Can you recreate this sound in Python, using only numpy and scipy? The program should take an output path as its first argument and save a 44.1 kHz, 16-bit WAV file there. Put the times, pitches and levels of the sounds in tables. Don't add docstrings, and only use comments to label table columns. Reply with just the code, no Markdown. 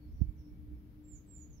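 import sys
import numpy as np
from scipy import signal
from scipy.fft import rfft, irfft
from scipy.io import wavfile

SR = 44100
rng = np.random.default_rng(int(sys.argv[2]) if len(sys.argv) > 2 else 0)


def unload_wav(signal):
    wavfile.write(
        sys.argv[1],
        SR,
        np.round(np.clip(np.atleast_2d(signal).T, -1, 1) * 32767).astype(np.int16),
    )


N = 70560

# frequency_hz, relative_density_db
HISS_SPECTRUM = [(2000, 2.5), (6000, -32), (8300, -17.5), (9500, -12), (11000, -3), (12500, -1),
                 (15500, -2)]
# frequency_hz, relative_density_db
MURMUR_SPECTRUM = [(40, -9.5), (110, 2.5), (240, -3.5), (340, -12.5), (460, -16.5), (620, -24.5),
                   (900, -29), (1800, -36.5), (3200, -37.5), (5500, -42), (8000, -51.5)]
# frequency_hz, correlation
MURMUR_CORRELATION = [(60, 0.82), (250, 0.96), (500, 0.34), (1000, -0.33), (2500, -0.0055), (8000, 0)]
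# pitch_hz, width_hz, level_db, pan_db (left minus right)
HUM_TONES = [(300.9, 4.73, -61.5, 4), (2300, 12, -95, -15.5), (935, 12, -98, -8)]
# time_s, gain_db
HUM_SWELL = [(0, -5.5), (.06, 4.5), (.14, -10), (.25, -7.5), (.48, 8), (.55, 0), (.72, 5.5), (.92, -4),
             (.99, 3.5), (1.2, -4.5), (1.45, -2), (1.6, -4)]
# frequency_hz, relative_density_db
WIND_SPECTRUM = [(20, -24.5), (35, -6), (50, 0), (66, 5), (88, -9.5), (130, -12), (200, -19), (300, -29),
                 (500, -45.5), (900, -64.5), (4000, -100)]
# time_s, gain_db
GUSTS = [(0, -13.5), (.09, 8), (.17, 5.5), (.225, 12), (.29, 13.5), (.33, 1.5), (.38, 7), (.43, -1.5),
         (.56, 4), (.62, 5), (.8, 2), (.87, -4.5), (1.07, -7.5), (1.13, 3.5), (1.21, -12), (1.42, -3),
         (1.51, 3.5), (1.58, -5.5)]
# start_s, length_s, first_pitch_hz, last_pitch_hz, level_db
DISTANT_WHISTLES = [(0.0, 0.092, 4490, 4450, -80.5), (.068, 0.067, 5270, 5130, -84),
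                    (0.109, 0.071, 6050, 5710, -84.5), (.14, .115, 5700, 5560, -80.5),
                    (0.166, 0.08, 4640, 4460, -84), (.36, .09, 6170, 5660, -81.5),
                    (0.38, 0.046, 5580, 5520, -74), (0.437, 0.068, 5550, 5460, -77.5),
                    (0.744, .06, 5520, 5430, -88.5)]
# start_s, length_s, level_db
DISTANT_PIPS = [(0.258, .04, -81), (.44, 0.17, -87), (0.731, 0.055, -82.5), (1.07, 0.034, -85),
                (1.12, 0.056, -83)]
# time_s, pitch_hz, level_db
SOFT_WHISTLE = [(.21, 7800, -104), (.26, 7570, -98), (.31, 7430, -95), (.345, 7350, -99), (.36, 6600, -101)]
# time_s, pitch_hz, level_db
NEAR_WHISTLES = [
    [(1.033, 7000, -88.5), (1.042, 7420, -79), (1.055, 7380, -68), (1.072, 7320, -71), (1.088, 7483, -61),
     (1.115, 7280, -59.5), (1.142, 7110, -58.5), (1.160, 6680, -61), (1.179, 6150, -67.5)],
    [(1.263, 8100, -79), (1.281, 7650, -72), (1.305, 7490, -61.5), (1.335, 7387, -58.5), (1.365, 7144, -56),
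     (1.402, 7030, -62), (1.418, 6855, -55.5), (1.431, 6780, -61), (1.441, 6230, -64.5)],
    [(1.499, 6900, -74), (1.507, 6850, -62.5), (1.521, 6500, -79), (1.531, 6400, -62.5),
     (1.558, 6150, -69.5), (1.570, 5740, -78), (1.581, 5530, -66), (1.587, 5350, -77)],
]


def from_db(db):
    return 10 ** (np.asarray(db) / 20)


def unit_power(x):
    return x / np.sqrt(np.mean(x ** 2) + 1e-20)


def seconds():
    return np.arange(N) / SR


def in_time(rows):
    time_s, *columns = np.transpose(rows)
    return [np.interp(seconds(), time_s, column) for column in columns]


def per_bin(points):
    hz, value = np.transpose(points)
    bin_hz = np.arange(N // 2 + 1) * SR / N
    return np.interp(np.log(bin_hz + 1), np.log(hz), value)


def pan(db):
    return unit_power(from_db([[db / 2], [-db / 2]]))


def drift(rate_hz):
    pole = np.exp(-2 * np.pi * rate_hz / SR)
    wander = signal.lfilter([1], [1, -2 * pole, pole * pole], rng.standard_normal(N + SR))
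    return unit_power(wander[SR:])


def noise(spectrum, correlation=0):
    mid, side = rfft(rng.standard_normal((2, N)))
    both = np.sqrt(1 + correlation) * mid + np.sqrt(1 - correlation) * side * [[1], [-1]]
    return unit_power(irfft(both * from_db(per_bin(spectrum)), N))


def tone(hz):
    return np.sqrt(2) * np.sin(2 * np.pi * (np.cumsum(hz) / SR + rng.random()))


def bell(t, width_s):
    return np.exp(-.5 * (t / width_s) ** 2)


def microphone_hiss():
    return from_db(-77.5) * pan(2) * noise(HISS_SPECTRUM)


def distant_murmur():
    return from_db(-58) * pan(2.5) * noise(MURMUR_SPECTRUM, per_bin(MURMUR_CORRELATION))


def distant_hum(waver_db=2.5, waver_hz=9.5):
    swell_db, = in_time(HUM_SWELL)
    hum = 0
    for k, (hz, width_hz, db, pan_db) in enumerate(HUM_TONES):
        level_db = db + swell_db * (k == 0) + waver_db * drift(waver_hz)
        pitch_hz = hz + width_hz / 2 * drift(waver_hz)
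        hum = hum + pan(pan_db) * from_db(level_db) * tone(pitch_hz)
    return hum


def wind_on_ports(left_follows=0.53, low_cut_hz=29.3):
    gust_db, = in_time(GUSTS)
    level_db = np.array([-53 + left_follows * gust_db, -51.5 + gust_db])
    lumps_db = 1.5 * np.array([drift(rate_hz=14), drift(rate_hz=14)])
    rumble = noise(WIND_SPECTRUM, correlation=0.72) * from_db(level_db + lumps_db)
    return signal.sosfilt(signal.butter(4, low_cut_hz, "high", fs=SR, output="sos"), rumble)


def eddy_buffet(at_s=.2182, puff_top_hz=245, port_hz=56, port_q=1.71):
    t = seconds() - at_s
    push = from_db(-15.5) * bell(t + 0.002, width_s=0.0063)
    suction = from_db(-11) * bell(t, width_s=0.0013)
    low_pass = signal.butter(3, puff_top_hz, fs=SR, output="sos")
    turbulence = unit_power(signal.sosfilt(low_pass, rng.standard_normal(N)))
    puff = from_db(-36) * turbulence * bell(t, width_s=0.0072)
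    omega = 2 * np.pi * port_hz
    port_low_cut = signal.bilinear([1, 0, 0], [1, omega / port_q, omega ** 2], SR)
    thump = signal.lfilter(*port_low_cut, push - suction + puff)
    return np.array([from_db(-28) * thump, thump])


def shrubs(song, delay_s=0.0044, t60_s=0.23, echoes_per_s=1500):
    t = seconds() - delay_s
    twigs = rng.standard_normal((2, N)) * (rng.random((2, N)) < echoes_per_s / SR)
    echoes = twigs * (t > 0) * from_db(-60 * t / t60_s)
    echoes = echoes / np.sqrt(np.sum(echoes ** 2, axis=1, keepdims=True))
    return signal.fftconvolve(song[None], echoes, axes=1)[:, :N]


def whistle(hz, level, tremble_share, tremble_hz):
    flutter_db = 1.2 * drift(rate_hz=70)
    pitch_hz = hz * (1 + tremble_share * drift(tremble_hz))
    return level * from_db(flutter_db) * tone(pitch_hz)


def note(start_s, length_s, db):
    to_come = 1 - np.clip((seconds() - start_s) / length_s, 0, 1)
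    return to_come, from_db(db) * np.clip(4 * to_come * (1 - to_come), 0, 1) ** 0.47


def far_birds(pip_hz=2280, rasp_hz=260):
    song = 0
    for start_s, length_s, first_hz, last_hz, db in DISTANT_WHISTLES:
        to_come, swell = note(start_s, length_s, db)
        sagging_hz = last_hz + (first_hz - last_hz) * to_come ** 2.02
        song = song + whistle(sagging_hz, swell, tremble_share=.026, tremble_hz=rasp_hz)
    pip_swells = sum(note(*row)[1] for row in DISTANT_PIPS)
    song = song + whistle(pip_hz, pip_swells, tremble_share=.015, tremble_hz=rasp_hz)
    return pan(-16) * (from_db(-4.5) * song + from_db(-3.5) * shrubs(song))


def near_bird(onset_s=0.0032, release_s=0.0022):
    t, song = seconds(), 0
    for curve in [SOFT_WHISTLE] + NEAR_WHISTLES:
        hz, db = in_time(curve)
        fade_in = np.clip((t - curve[0][0]) / onset_s + 1, 0, 1)
        fade_out = np.clip((curve[-1][0] - t) / release_s + 1, 0, 1)
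        level = fade_in * fade_out * from_db(db) / np.sqrt(2)
        song = song + whistle(hz, level, tremble_share=.0025, tremble_hz=70)
    return pan(-20) * song + from_db(-0.5) * pan(-9) * shrubs(song)


def scene():
    birds = near_bird() + far_birds()
    wind = wind_on_ports() + eddy_buffet()
    return birds + wind + distant_hum() + distant_murmur() + microphone_hiss()


def record(dry):
    cutoff_hz = 15720
    top_cut = signal.ellip(12, .1, 70, cutoff_hz, fs=SR, output="sos")
    padded = np.pad(dry, ((0, 0), (SR // 10, 0)), "reflect")
    return signal.sosfilt(top_cut, padded)[:, -N:]


dry = scene()
out = record(dry)
unload_wav(out)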